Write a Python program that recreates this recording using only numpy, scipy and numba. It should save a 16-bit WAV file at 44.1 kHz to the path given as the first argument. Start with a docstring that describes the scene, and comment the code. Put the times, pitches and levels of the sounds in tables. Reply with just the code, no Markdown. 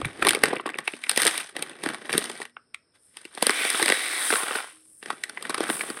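"""In a small furnished room, a foil-lined bag of dry rice is handled close to a microphone,
laid on a steel plate, lifted and tipped out. Creases snap through and ring the stiff film and the air
in the pouch, over a rustle of tiny wrinkles. Sliding rice is a dense hiss of filtered impacts; landing
grains ring the plate's modes. Dull knocks, pushed air, faint hiss and room reflections join them."""
import sys
import numpy as np
from scipy import signal
from scipy.fft import rfft, irfft
from scipy.io import wavfile
from scipy.ndimage import uniform_filter1d
from numba import njit

SR = 44100
rng = np.random.default_rng(int(sys.argv[2]) if len(sys.argv) > 2 else 0)


def waveform_to_disk(signal):
    """Save audio, clipped to [-1, 1], as 16-bit WAV at the path in sys.argv[1]."""
    frames = np.transpose(np.atleast_2d(signal))
    scaled = np.clip(frames, -1, 1) * 32767
    samples = np.round(scaled).astype(np.int16)
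    wavfile.write(sys.argv[1], SR, samples)


N = 264600
TIME = np.arange(N) / SR  # seconds


def undb(db):
    """Logarithmic level: decibels become an amplitude gain."""
    return 10 ** (np.asarray(db) / 20)


def unit(x):
    """Normalisation: each sound is scaled to an rms of one."""
    return x / np.sqrt(np.mean(x ** 2, axis=-1, keepdims=True) + 1e-18)


def band(x, lo_hz, hi_hz, order=2):
    """Band limitation by a causal Butterworth filter."""
    sos = signal.butter(order, [lo_hz, min(hi_hz, .48 * SR)], "band", fs=SR, output="sos")
    return signal.sosfilt(sos, x)


def resonate(x, hz, q):
    """Simple resonance, with a gain of one at its centre."""
    return signal.lfilter(*signal.iirpeak(hz, max(q, 1), fs=SR), x)


@njit
def sweep(x, hz, q):
    """Moving resonance: a state-variable band-pass whose centre follows hz."""
    y, b, low = np.empty(len(x)), 0., 0.
    for i in range(len(x)):
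        g = np.tan(np.pi * hz[i] / SR)
        v = (b + g * (x[i] - low)) / (1 + g * (g + 1 / q))
        b, low, y[i] = 2 * v - b, low + 2 * g * v, v / q
    return y


def modes(pushes, pitches_hz, q):
    """Modal superposition: each push (a row) rings its own short modes of equal strength."""
    length = pushes.shape[-1]
    rings = (sweep(pushes.ravel(), np.repeat(hz, length), float(q)) for hz in pitches_hz.T)
    return unit(sum(unit(ring.reshape(pushes.shape)) for ring in rings))


def colour(x, points):
    """Spectral shaping: a long sound is weighted by (Hz, dB) points on a log frequency axis."""
    hz, db = np.transpose(points)
    f = np.arange(N // 2 + 1) * SR / N
    gain = undb(np.interp(np.log(f + 1), np.log(hz), db))
    return irfft(rfft(x) * gain, N)


def walk(rate):
    """Slow random modulation: smoothed steps, rate a second, with an rms of one."""
    k = int(SR / rate)
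    steps = np.repeat(rng.standard_normal(N // k + 1), k)
    return unit(uniform_filter1d(steps, k)[:N])


def clicks(rate, spread_db):
    """Poisson impacts: rate impulses a second, of random sign and exponentially spread level."""
    out = 1. * (rng.random(N) < rate / SR)
    at = np.flatnonzero(out)
    pool = N // 32
    size = undb(spread_db * np.minimum(rng.exponential(size=pool), 3.2))
    signed = size * rng.choice([-1, 1], pool)
    out[at] = np.resize(signed, len(at))
    return out


def crackle(rate, spread_db, q):
    """Impact excitation: every tiny impact rings for a few cycles at one of twenty pitches."""
    pitches = np.geomspace(200, 14500, num=20)
    return unit(sum(resonate(clicks(rate / len(pitches), spread_db), hz, q) for hz in pitches))


def fade_top(x, top_db, bright_db=-40, slope=.9):
    """Level-dependent brightness: the range above 11.9 kHz fades when the treble level is low."""
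    dull = signal.sosfiltfilt(signal.butter(8, 11900, fs=SR, output="sos"), x)
    fizz = x - dull
    return dull + fizz * undb(np.clip(slope * (top_db - bright_db), -20, 0))


def follow(rows, at, column=1):
    """Envelope interpolation: a level curve in dB, silent outside its span."""
    rows = np.array(rows)
    return np.interp(at, rows[:, 0], rows[:, column], left=-120, right=-120)


# Share of the sharpness that goes to the crack and to the tick
CRACK_SHARE, TICK_SHARE = 0.9, 1.16


def registers(panel_db, sharp_db, pouch_db):
    """Spectral balance of pouch, panel, crack and tick: a sharper fold sends more to the top."""
    crack_db = panel_db + CRACK_SHARE * sharp_db
    tick_db = panel_db + TICK_SHARE * sharp_db
    return np.array([panel_db + pouch_db, panel_db, crack_db, tick_db])


# The registers of the film: pouch, panel, crack and tick.
# Each row: lower edge in Hz, upper edge in Hz.
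REGISTER_BANDS = [(130, 650), (650, 3000), (3000, 7000), (7000, 16000)]


def played(grains, levels_db, gains_db):
    """Subband synthesis: each register of a stream of grains follows its own level."""
    gains = uniform_filter1d(undb(levels_db), size=200)
    stream = 0
    for (lo, hi), gain, db in zip(REGISTER_BANDS, gains, gains_db):
        stream = stream + unit(band(grains, lo, hi, order=4)) * gain * undb(db)
    return fade_top(stream, levels_db[-1] + gains_db[-1], bright_db=-39.5, slope=.9)


# Spectrum of the faint room hiss. Each row: frequency in Hz, relative level in dB.
HISS_COLOUR = [(30, -15.5), (80, 4.5), (160, 3.5), (500, 3), (800, -9), (1500, -5), (3400, -17.5),
               (4500, -13.5), (5350, 3.5), (6300, -40.5), (8750, -1), (11000, -27.5), (13000, -39.5),
               (16000, -45)]
HISS_DB = -69.5


def room_hiss():
    """Stationary noise: coloured Gaussian noise at a steady low level."""
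    return undb(HISS_DB) * unit(colour(rng.standard_normal(N), HISS_COLOUR))


# Spectrum of the rustling film. Each row: frequency in Hz, relative level in dB.
FILM_COLOUR = [(60, -28.5), (130, -8), (240, -4), (420, -6.5), (750, -11), (1150, -5), (1700, 0),
               (2300, -6), (2900, -8), (4000, -6.5), (5500, -11.5), (7000, -14), (8900, 2), (11000, -6.5),
               (15500, -24.5)]
# Effort of the hand in each move. Each row: time in seconds, rustle level in dB before RUSTLE_DB.
HOLD_OPEN = [(0, -47), (0.17, -47), (0.27, -33), (0.4, -42.5), (0.47, -32.5), (0.54, -47.5)]
EASE_OFF = [(0.5, -29.5), (0.62, -53.5), (0.68, -49), (0.84, -49.5)]
TIP_OVER = [(0.84, -51.5), (0.9, -48), (0.99, -55), (1.13, -43.5), (1.2, -29.0), (1.27, -29.5), (1.38, -35),
            (1.52, -55)]
LAY_DOWN = [(1.52, -62), (1.59, -41), (1.8, -53), (1.86, -36.5), (2.06, -52)]
LET_GO = [(2.06, -57.5), (2.14, -32.5), (2.26, -40), (2.43, -50), (2.51, -71)]
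LIFT_END = [(2.92, -92), (2.958, -58.5), (3.0, -89.5), (3.12, -75.5), (3.175, -51), (3.22, -60.5),
            (3.3, -60.5), (3.42, -43)]
REACH_IN = [(5, -70), (5.09, -44), (5.18, -54.5), (5.39, -50.5), (5.51, -43.5), (5.62, -38), (5.76, -42),
            (6, -47.5)]
# The moves of the hand: a slack bag sounds dull and full, a taut one sharp and thin.
# Each row: effort curve, sharpness in dB, pouch against panel in dB.
MOVES = [(HOLD_OPEN, -9.5, 1.5), (EASE_OFF, -19, -1), (TIP_OVER, -2.5, -12.5), (LAY_DOWN, -8.5, -0.13),
         (LET_GO, -4, -3.5), (LIFT_END, -1, -8), (REACH_IN, -7, -1.5)]
RUSTLE_DB = -1.5


def rustle():
    """Random buckling: tiny wrinkles give way in flurries while film and grains rub."""
    wrinkles = crackle(rate=1900, spread_db=-2.5, q=5)
    wrinkles = wrinkles + undb(-4) * unit(clicks(rate=290, spread_db=3.0))
    flurries = undb(6.5 * walk(rate=110))
    rubbing = undb(-3.5) * rng.standard_normal(N)
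    grains = colour(unit(wrinkles * flurries) + rubbing, FILM_COLOUR)
    grains = grains + .6 * resonate(grains, 8900, 8)
    moves = [registers(follow(curve, TIME) + RUSTLE_DB, sharp, pouch) for curve, sharp, pouch in MOVES]
    # the strongest move sets each register
    return played(grains, np.max(moves, axis=0), gains_db=(1.2, 1.5, 0.52, 2.7))


# Slow air pushed at the microphone, strongest while the bag is held close.
# Each row: time in seconds, level in dB against the low handling sound.
DRAUGHT = [(0, -13), (0.42, -23), (0.6, -37), (2.3, -29.5), (3.5, -45.5)]


def draught(handling):
    """Air displacement: low noise follows the short-term rms of the handling sound."""
    power = uniform_filter1d(band(handling, 100, 490) ** 2, size=1500)
    effort = np.sqrt(np.abs(power))
    air = unit(band(rng.standard_normal(N), 55, 140))
    return undb(np.interp(TIME, *np.transpose(DRAUGHT))) * effort * air


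# Dull knocks of the hand and the heavy bag, and at 4.73 s a faint low ring of the plate. # Each row: start in
# seconds, frequency in Hz, level in dB, decay time constant in seconds.
KNOCKS = [(0.001, 274, -18, 0.0029), (0.031, 102, -28.5, 0.028), (0.056, 137, -19, 0.01),
          (0.941, 244, -49.5, 0.06), (2.148, 176, -25.5, 0.018), (2.22, 239.7, -43.5, 0.11),
          (4.73, 316, -60, 0.16)]


def knocks(rise_s=0.0018):
    """Damped oscillation: soft, low swings of the filled bag, and the plate's low ring, die away exponentially."""
    out = np.zeros(N)
    for s, hz, db, decay_s in KNOCKS:
        t = np.maximum(TIME - s, 0)
        envelope = np.exp(-t / decay_s) * (1 - np.exp(-t / rise_s))
        out += undb(db) * np.sin(2 * np.pi * hz * t) * envelope
    return out


# Lesser creases: level against the hand's effort and its random spread (dB)
LESSER_DB, LESSER_SPREAD_DB = -1, 2.5
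# their usual panel (Hz), sharpness (dB), pouch (Hz) and pouch against panel (dB)
LESSER_HZ, LESSER_SHARP_DB, LESSER_POUCH_HZ, LESSER_POUCH_DB = 1720, -5.5, 407, -12.5
# A tripped neighbour: time scale of its lag (s), level against the snap and limit over the effort (dB)
TRIP_S, TRIP_DB, TRIP_LIMIT_DB = .009, -12.5, 7


def lesser_creases(count=190, rice_db=-4):
    """Triggered instability: small creases give way beside each snap, others at random with effort."""
    snap_s, snap_db = np.transpose(SNAPS)[:2]
    stray_s = (np.arange(count) + rng.random(count)) / count * TIME[-1]
    chance = np.clip(rng.standard_normal((count + len(SNAPS), 6)), -1.6, 1.6)
    size, pitch, sharp, hollow, full, lag = chance.T
    # neighbours mostly follow their snap, a few just precede it
    tripped_s = snap_s + TRIP_S * (.4 + lag[count:] / 2)
    s = np.concatenate([stray_s, tripped_s])
    # the hand or the sliding rice works the film, whichever is stronger
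    effort = np.max([follow(curve, s) for curve, _, _ in MOVES] + [follow(POUR, s) + rice_db], axis=0)
    stray_db = effort[:count] + LESSER_DB
    tripped_db = np.minimum(snap_db + TRIP_DB, effort[count:] + TRIP_LIMIT_DB)
    db = np.concatenate([stray_db, tripped_db]) + LESSER_SPREAD_DB * size
    return np.column_stack([s, db, LESSER_HZ * 2 ** (.4 * pitch), LESSER_SHARP_DB + 5 * sharp,
                            LESSER_POUCH_HZ * 2 ** (.4 * hollow), LESSER_POUCH_DB + 5 * full])


# Creases snapping through. Each row: start in seconds, strength in dB, film panel in Hz,
# sharpness in dB, pouch in Hz, pouch against panel in dB.
SNAPS = [(0.0153, -28.5, 1236, -18, 514, -2.5), (0.0475, -24, 2080, -17.5, 244, -13),
         (0.222, -36, 1750, -19.5, 286, -6), (0.2246, -15, 1340, -36.5, 340.0, -15.5),
         (0.2492, -20.5, 1713, -8.5, 360.0, -4), (0.26, -28.5, 1100, -15, 390.0, 6),
         (0.2657, -34.5, 1660.0, -14, 356, 8), (0.269, -16.5, 1140, -3.5, 330.0, -9),
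         (0.2768, -22.5, 1460.0, -7, 300.0, -3.5), (0.2857, -22, 2360, 0.5, 456, -16),
         (0.291, -22, 2180, 4, 402, -22), (0.3071, -20.5, 1690.0, -1.5, 350.0, -10),
         (0.3324, -24.5, 1413, -6, 470.0, -18), (0.3485, -23, 2154, -3.5, 442, -2),
         (0.3706, -33.5, 1280, -19.5, 443, 7), (0.4363, -12, 1850, -7.5, 444, -4),
         (0.4564, -23.5, 1500, -6.5, 452, -12), (0.53, -25, 1010, -19, 385, 6),
         (0.5654, -29.5, 2350, -43, 320.0, -0.5), (0.5968, -27.5, 1130, -37, 364, -8),
         (0.658, -26.5, 1070, -26, 368, -2.5), (0.6629, -32.5, 1870.0, -7.5, 318, 0.5),
         (0.674, -29.5, 1140.0, -33, 433, -6), (0.6909, -30, 1350.0, -13.5, 410.0, -13),
         (0.6982, -35.5, 1710, -23, 300.0, -1), (0.742, -30, 2500, -30, 444, -18),
         (0.786, -25.5, 1770, -8.5, 514, -9.5), (0.8772, -19, 2400, -13, 340.0, -18.5),
         (0.9357, -34.5, 2500, -14, 290.0, 0), (1.0378, -28, 2340, -10, 450.0, -33),
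         (1.0672, -34.5, 2090, -19.5, 280, -15), (1.0944, -23.5, 1670.0, 5, 510.0, -29),
         (1.1137, -29, 1620, 2, 530.0, -12), (1.161, -33, 2340, 2.5, 497, -10),
         (1.1747, -21, 1980, 1, 550, -1.5), (1.2185, -25, 1620, 3, 460.0, -10),
         (1.231, -26.5, 2070.0, -29, 328, -10), (1.251, -31, 1680, 8, 544, 5.5),
         (1.2602, -21, 1650, -17.5, 536, -2.5), (1.267, -26.5, 2000.0, 7.5, 470.0, -2.5),
         (1.3776, -32, 2340.0, 4, 380.0, -20), (1.5653, -29.5, 1980, -5.5, 470, -4.5),
         (1.624, -30.5, 2500, 2.5, 454, -5), (1.6957, -44, 1660, 1, 410.0, -1),
         (1.8364, -31.5, 1294, -2, 313, -0.5), (1.861, -24, 1670, -13.5, 255.3, 1.5),
         (1.8883, -28.5, 1660, -6, 414, -13), (1.945, -31.5, 1440, -7.5, 437, -16.5),
         (2.094, -25.5, 1590, -20, 432, -12), (2.1284, -27, 2200.0, 0, 410.0, -6),
         (2.1374, -24, 1700, -11, 440.0, -4.5), (2.15, -27, 1510, -18.5, 269, 4),
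         (2.1786, -29, 1770, 10, 403, 6.5), (2.2975, -36, 980, -1, 370.0, 1.5),
         (2.4011, -39.5, 1020.0, -6.5, 426, 3.5), (2.4165, -31, 1880.0, -11, 380, -16),
         (2.453, -38, 1790, -10, 510.0, -31), (2.567, -34.5, 1480, -48, 488, -23.5),
         (2.7446, -32.5, 2130, -8, 492, -38), (3.1695, -41.5, 2630.0, 1, 454, -29),
         (3.252, -37.5, 2770, -8, 342, -4), (3.35, -59, 2880, 16, 364, 10),
         (3.375, -32.5, 1140, -13, 530, -3.5), (3.425, -21.5, 1010, 1.5, 483, 2),
         (3.4673, -22.5, 1730, 5, 527, -0.5), (3.4947, -15.5, 1260, -9.5, 428, -7),
         (3.65, -24, 2310, -6, 412, -5.5), (3.7016, -39.5, 2010, 14.5, 570.0, -9),
         (3.7459, -23, 1380, -16.5, 460.0, -8), (3.7972, -23.5, 920, -10, 327, -7.5),
         (3.8184, -29.5, 1550.0, -1.5, 400, 5), (3.8265, -18.5, 1780, -2.5, 350.0, -6.5),
         (3.8592, -25, 2110.0, 1, 600.0, -2.5), (3.8808, -20.5, 2040.0, -7, 580.0, -11),
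         (3.889, -25, 1060, -0.5, 420.0, -12.5), (3.8998, -17.5, 1530, -8, 566, -3),
         (3.9214, -16, 1950, -8, 510, -6.5), (4.3036, -18, 1490, -14, 310.0, -11.5),
         (4.3254, -21, 2020.0, -10, 462, -0.5), (4.3366, -20.5, 1415, -16, 464, -6.5),
         (4.3559, -21, 1550, -12, 537, -22), (4.4324, -30, 1280.0, -9, 466, -2),
         (4.4822, -28, 1410, -8, 493, -11), (4.5093, -24.5, 1230, -28, 490, -7),
         (4.5539, -25, 1540.0, -29, 425, -7.5), (5.0274, -38, 1850.0, -9, 430.0, -5.5),
         (5.0588, -35.5, 1740, -7.5, 380, -6.5), (5.103, -21.5, 1270, -15.5, 483, -15),
         (5.2369, -26, 1830, -4, 320.0, -45), (5.2954, -35, 1460, -2.5, 600.0, -15),
         (5.373, -29, 2100, -26, 480.0, -33), (5.425, -37.5, 1210.0, 1.5, 594, -6),
         (5.452, -30.5, 1960, -16, 587, -13), (5.4955, -28.5, 1110, -4, 282, -1.5),
         (5.503, -28, 1520, -8, 493, -7), (5.5443, -24, 1212, -5.5, 368, -20),
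         (5.579, -28, 1200, -8, 394.3, -4), (5.6052, -26.5, 1270, -6.5, 322.6, 7),
         (5.6913, -27.5, 1440, -12, 285, -1), (5.6994, -22, 1780, -7, 254, 0),
         (5.8092, -23.5, 1600, -14, 587, -16), (5.9011, -32, 1300.0, -5, 250.0, 3)]


def snaps(flip_s=.0015, decay_s=0.007, decay_db=-17, fade_in_s=.0018, fade_in_db=-15,
          panel_q=6, pouch_q=5, tick_hz=8900, tick_q=14):
    """Snap-through buckling: a crease flips, rings its panel of film and puffs the air in the pouch."""
    lead, length = 300, 1300  # samples
    creases = np.vstack([SNAPS, lesser_creases()])
    s, strength_db, panel_hz, sharp_db, pouch_hz, full_db = creases.T[:, :, None]
    pouch_db, panel_db, crack_db, tick_db = registers(strength_db, sharp_db, full_db)
    t = (np.arange(length) - lead) / SR
    after = np.maximum(t, 0)
    buckle, noise, air = rng.standard_normal((len(s), 3, length)).swapaxes(0, 1)
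    shape = rng.random((len(s), 7))

    # a crease flips with a short noisy fade-in and a crackling decay
    flip = np.sign(buckle) * np.exp(-(after / flip_s) ** 2) * (1 - np.exp(-after / .00036))
    fade_in = undb(fade_in_db) * np.exp(-np.abs(t) / fade_in_s)
    decay = undb(decay_db) * np.exp(-after / decay_s)
    envelope = np.where(t < 0, fade_in, decay)
    push = flip + envelope * noise * np.abs(noise) / 2

    heave = air * (t > 0) * np.exp(-after / .003)
    pouch = modes(band(push, 140, 1700, order=4), pouch_hz, pouch_q)
    pouch = pouch + undb(-3.5) * unit(band(heave, 200, 520, order=3))
    # every panel has its own size and shape, so its lesser modes differ
    middle = band(push, 680, 2700, order=3)
    lesser_modes = modes(middle, 800 + 2100 * shape[:, :3], q=10)
    panel = modes(middle, panel_hz, panel_q) + undb(-8.5) * lesser_modes
    upper = band(push, 2700, 5430, order=3)
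    crack_hz = 3300 + np.array([900, 1900]) * shape[:, 3:5]
    crack = modes(upper, crack_hz, q=4.6) + undb(-3) * unit(upper)
    top = band(push, 6500, 12280, order=3)
    tick_modes_hz = tick_hz * (1 + np.array([.08, .25]) * (shape[:, 5:] - .5))
    tick = modes(top, tick_modes_hz, tick_q) + undb(-8.0) * unit(top)
    tick = fade_top(tick, tick_db, bright_db=-26.5, slope=1.0)

    parts = ((pouch, pouch_db - .4), (panel, panel_db - .2),
             (crack, crack_db - 1.76), (tick, tick_db + 1.9))
    # levels count the energy of a snap over 6 ms
    sounds = np.sqrt(.006 * SR / length) * sum(unit(x) * undb(db) for x, db in parts)
    out = np.zeros(N + 2 * length)
    for start, sound in zip((np.abs(s[:, 0]) * SR).astype(int), sounds):
        out[start:start + length] += sound
    return out[lead:lead + N]


# Spectrum of the knocking rice. Each row: frequency in Hz, relative level in dB.
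RICE_COLOUR = [(130, -34.5), (280, -7.5), (480, -8), (800, -11.5), (1400, -0.5), (2100, 0), (3000, -6.5),
               (4000, -5.5), (5300, -8), (7000, -16), (8800, 3.5), (10700, -3.5), (13000, -17.5),
               (16000, -14.5)]
# Air resonances of the bag's mouth as the heap slides towards it.
# Each row: time in seconds, first resonance in Hz, second resonance in Hz.
MOUTH = [(3.45, 1700, 3230), (3.6, 2490, 3500), (3.67, 2440, 3430), (3.75, 1670, 3500), (4.0, 2000, 3880),
         (4.18, 2020, 3990), (4.3, 1550, 3360), (4.6, 1420, 2870)]
# Rice creeping as the bag is lifted, sliding down the film to the plate, and spilling into the hand.
# Each row: time in seconds, rattle level in dB, hiss level in dB.
CREEP = [(2.95, -88.5, -77.5), (3.05, -93.5, -60), (3.42, -80, -74.5)]
POUR = [(3.422, -34.5, -34), (3.47, -33, -42), (3.602, -28, -33.5), (3.78, -31, -33.0),
        (3.92, -30.0, -35.5), (4.16, -33, -35), (4.3, -35.5, -26.0), (4.41, -42.5, -31), (4.47, -44.5, -39),
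        (4.56, -37, -37.0), (4.662, -46.5, -49), (4.8, -71, -59), (5.0, -108, -50.5)]
SPILL = [(5.0, -88, -54), (5.3, -69, -59), (5.6, -72, -60), (5.72, -60, -32), (5.86, -55, -41),
         (6.0, -83, -46.5)]
# Low rumble against the rattle, and crack against the mean of rattle and hiss
RUMBLE_DB, SLIDE_CRACK_DB = -16, -4


def pour():
    """Granular flow: thousands of impacts a second on grains and film, coloured by the bag's mouth."""
    knocking = crackle(rate=5500, spread_db=1.5, q=3.1)
    knocking = knocking + undb(-3) * unit(clicks(rate=1500, spread_db=1.5))
    grains = colour(knocking * undb(0.72 * walk(rate=80)), RICE_COLOUR)
    # rice filling the mouth shifts its two resonances
    s, first_hz, second_hz = np.transpose(MOUTH)
    mouth = sum(sweep(grains, np.interp(TIME, s, hz), 5.5) for hz in (first_hz, second_hz))
    grains = grains + 0.89 * mouth + 1.0 * resonate(grains, 7200, 7.9)
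    slides = CREEP, POUR, SPILL
    rattle = np.max([follow(slide, TIME, column=1) for slide in slides], axis=0)
    hiss = np.max([follow(slide, TIME, column=2) for slide in slides], axis=0)
    levels = np.array([rattle + RUMBLE_DB, rattle, (rattle + hiss) / 2 + SLIDE_CRACK_DB, hiss])
    return played(grains, levels, gains_db=(0.3, -1.2, -0.33, .6))


# Grains landing on the plate. Each row: time in seconds, grains a second, relative level in dB.
LANDINGS = [(4.151, 300, -44.5), (4.27, 900, -47), (4.42, 500, -37), (4.57, 300, -36), (4.659, 80, -43),
            (4.74, 60, -64), (4.79, 20, -66), (4.98, 17, -80.5), (5.499, 20, -70), (5.62, 200, -37.5),
            (5.802, 150, -45), (5.949, 40, -48)]
# Modes of the steel plate, damped by the cloth under it. Each row: frequency in Hz, relative level in dB.
PLATE_MODES = [(1050, 6), (1264, -4), (1378, 11), (1506, -11.5), (1759, -5), (1920, -6), (2136, -7),
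               (2575, -13), (3165, -14.5), (3435, -9), (3690, -6), (4680, -15)]


def plate(t60_s=0.024):
    """Modal impact: each landing grain ticks and strikes the plate's modes in its own proportions."""
    s, rate, db = np.transpose(LANDINGS)
    hits = clicks(np.interp(TIME, s, rate), spread_db=-0.5)
    ring = 0
    for hz, mode_db in PLATE_MODES:
        strikes = hits * rng.standard_normal(N)
        q = np.pi * hz * t60_s / np.log(1000)  # decays 60 dB in t60_s
        ring = ring + undb(mode_db) * unit(resonate(strikes, hz, q))
    ticks = unit(band(hits, 470, 2500))
    return (unit(ring) + ticks) * undb(np.interp(TIME, s, db, left=-120))


# First reflections off the plate and the hand. Each row: delay in seconds, linear gain.
REFLECTIONS = [(.0007, -0.13), (.00135, 0.012), (.0026, 0.2)]
ROOM_T60_S = .21


def room(x, wet_db=-20, delay_s=.007):
    """Reverberation: close surfaces reflect at once, the walls return a short tail, mid-heavy."""
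    t = np.arange(SR // 3) / SR
    tail = rng.standard_normal(len(t)) * undb(-60 * t / ROOM_T60_S) * (t > delay_s)
    tail /= np.sqrt(np.sum(tail ** 2))
    tail = .8 * band(tail, 1100, 2300) + band(tail, 250, 14000, order=1)
    early = sum(gain * np.interp(TIME - lag_s, TIME, x, left=0) for lag_s, gain in REFLECTIONS)
    return early + undb(wet_db) * signal.fftconvolve(x, tail)[:N]


# Balance of the two microphone channels. Each row: frequency in Hz, left minus right in dB.
MIC_BALANCE = [(3000, 0), (5500, .7), (8300, 1.6), (10500, .8), (13000, -2.7)]


def stereo(sound):
    """Interchannel level difference: half the balance goes to each side, with opposite sign."""
    return np.array([colour(sound, [(hz, side * db / 2) for hz, db in MIC_BALANCE]) for side in (1, -1)])


def scene():
    """Superposition: bag, rice and plate add to their reflections, the draught and the room hiss."""
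    handling = rustle() + knocks() + snaps()
    near = handling + pour() + plate()
    return stereo(near + room(near) + draught(handling) + room_hiss())


TOP_HZ = 15800


def record(dry):
    """Transducer response: a hollow near 7 kHz, clipping at full scale, and a steep cut of the top."""
    heard = dry - 0.67 * resonate(dry, 7070, 3.7)
    top_cut = signal.ellip(10, .2, 75, TOP_HZ, fs=SR, output="sos")
    return signal.sosfilt(top_cut, np.clip(heard, -1, 1))


dry = scene()
out = record(dry)
waveform_to_disk(out)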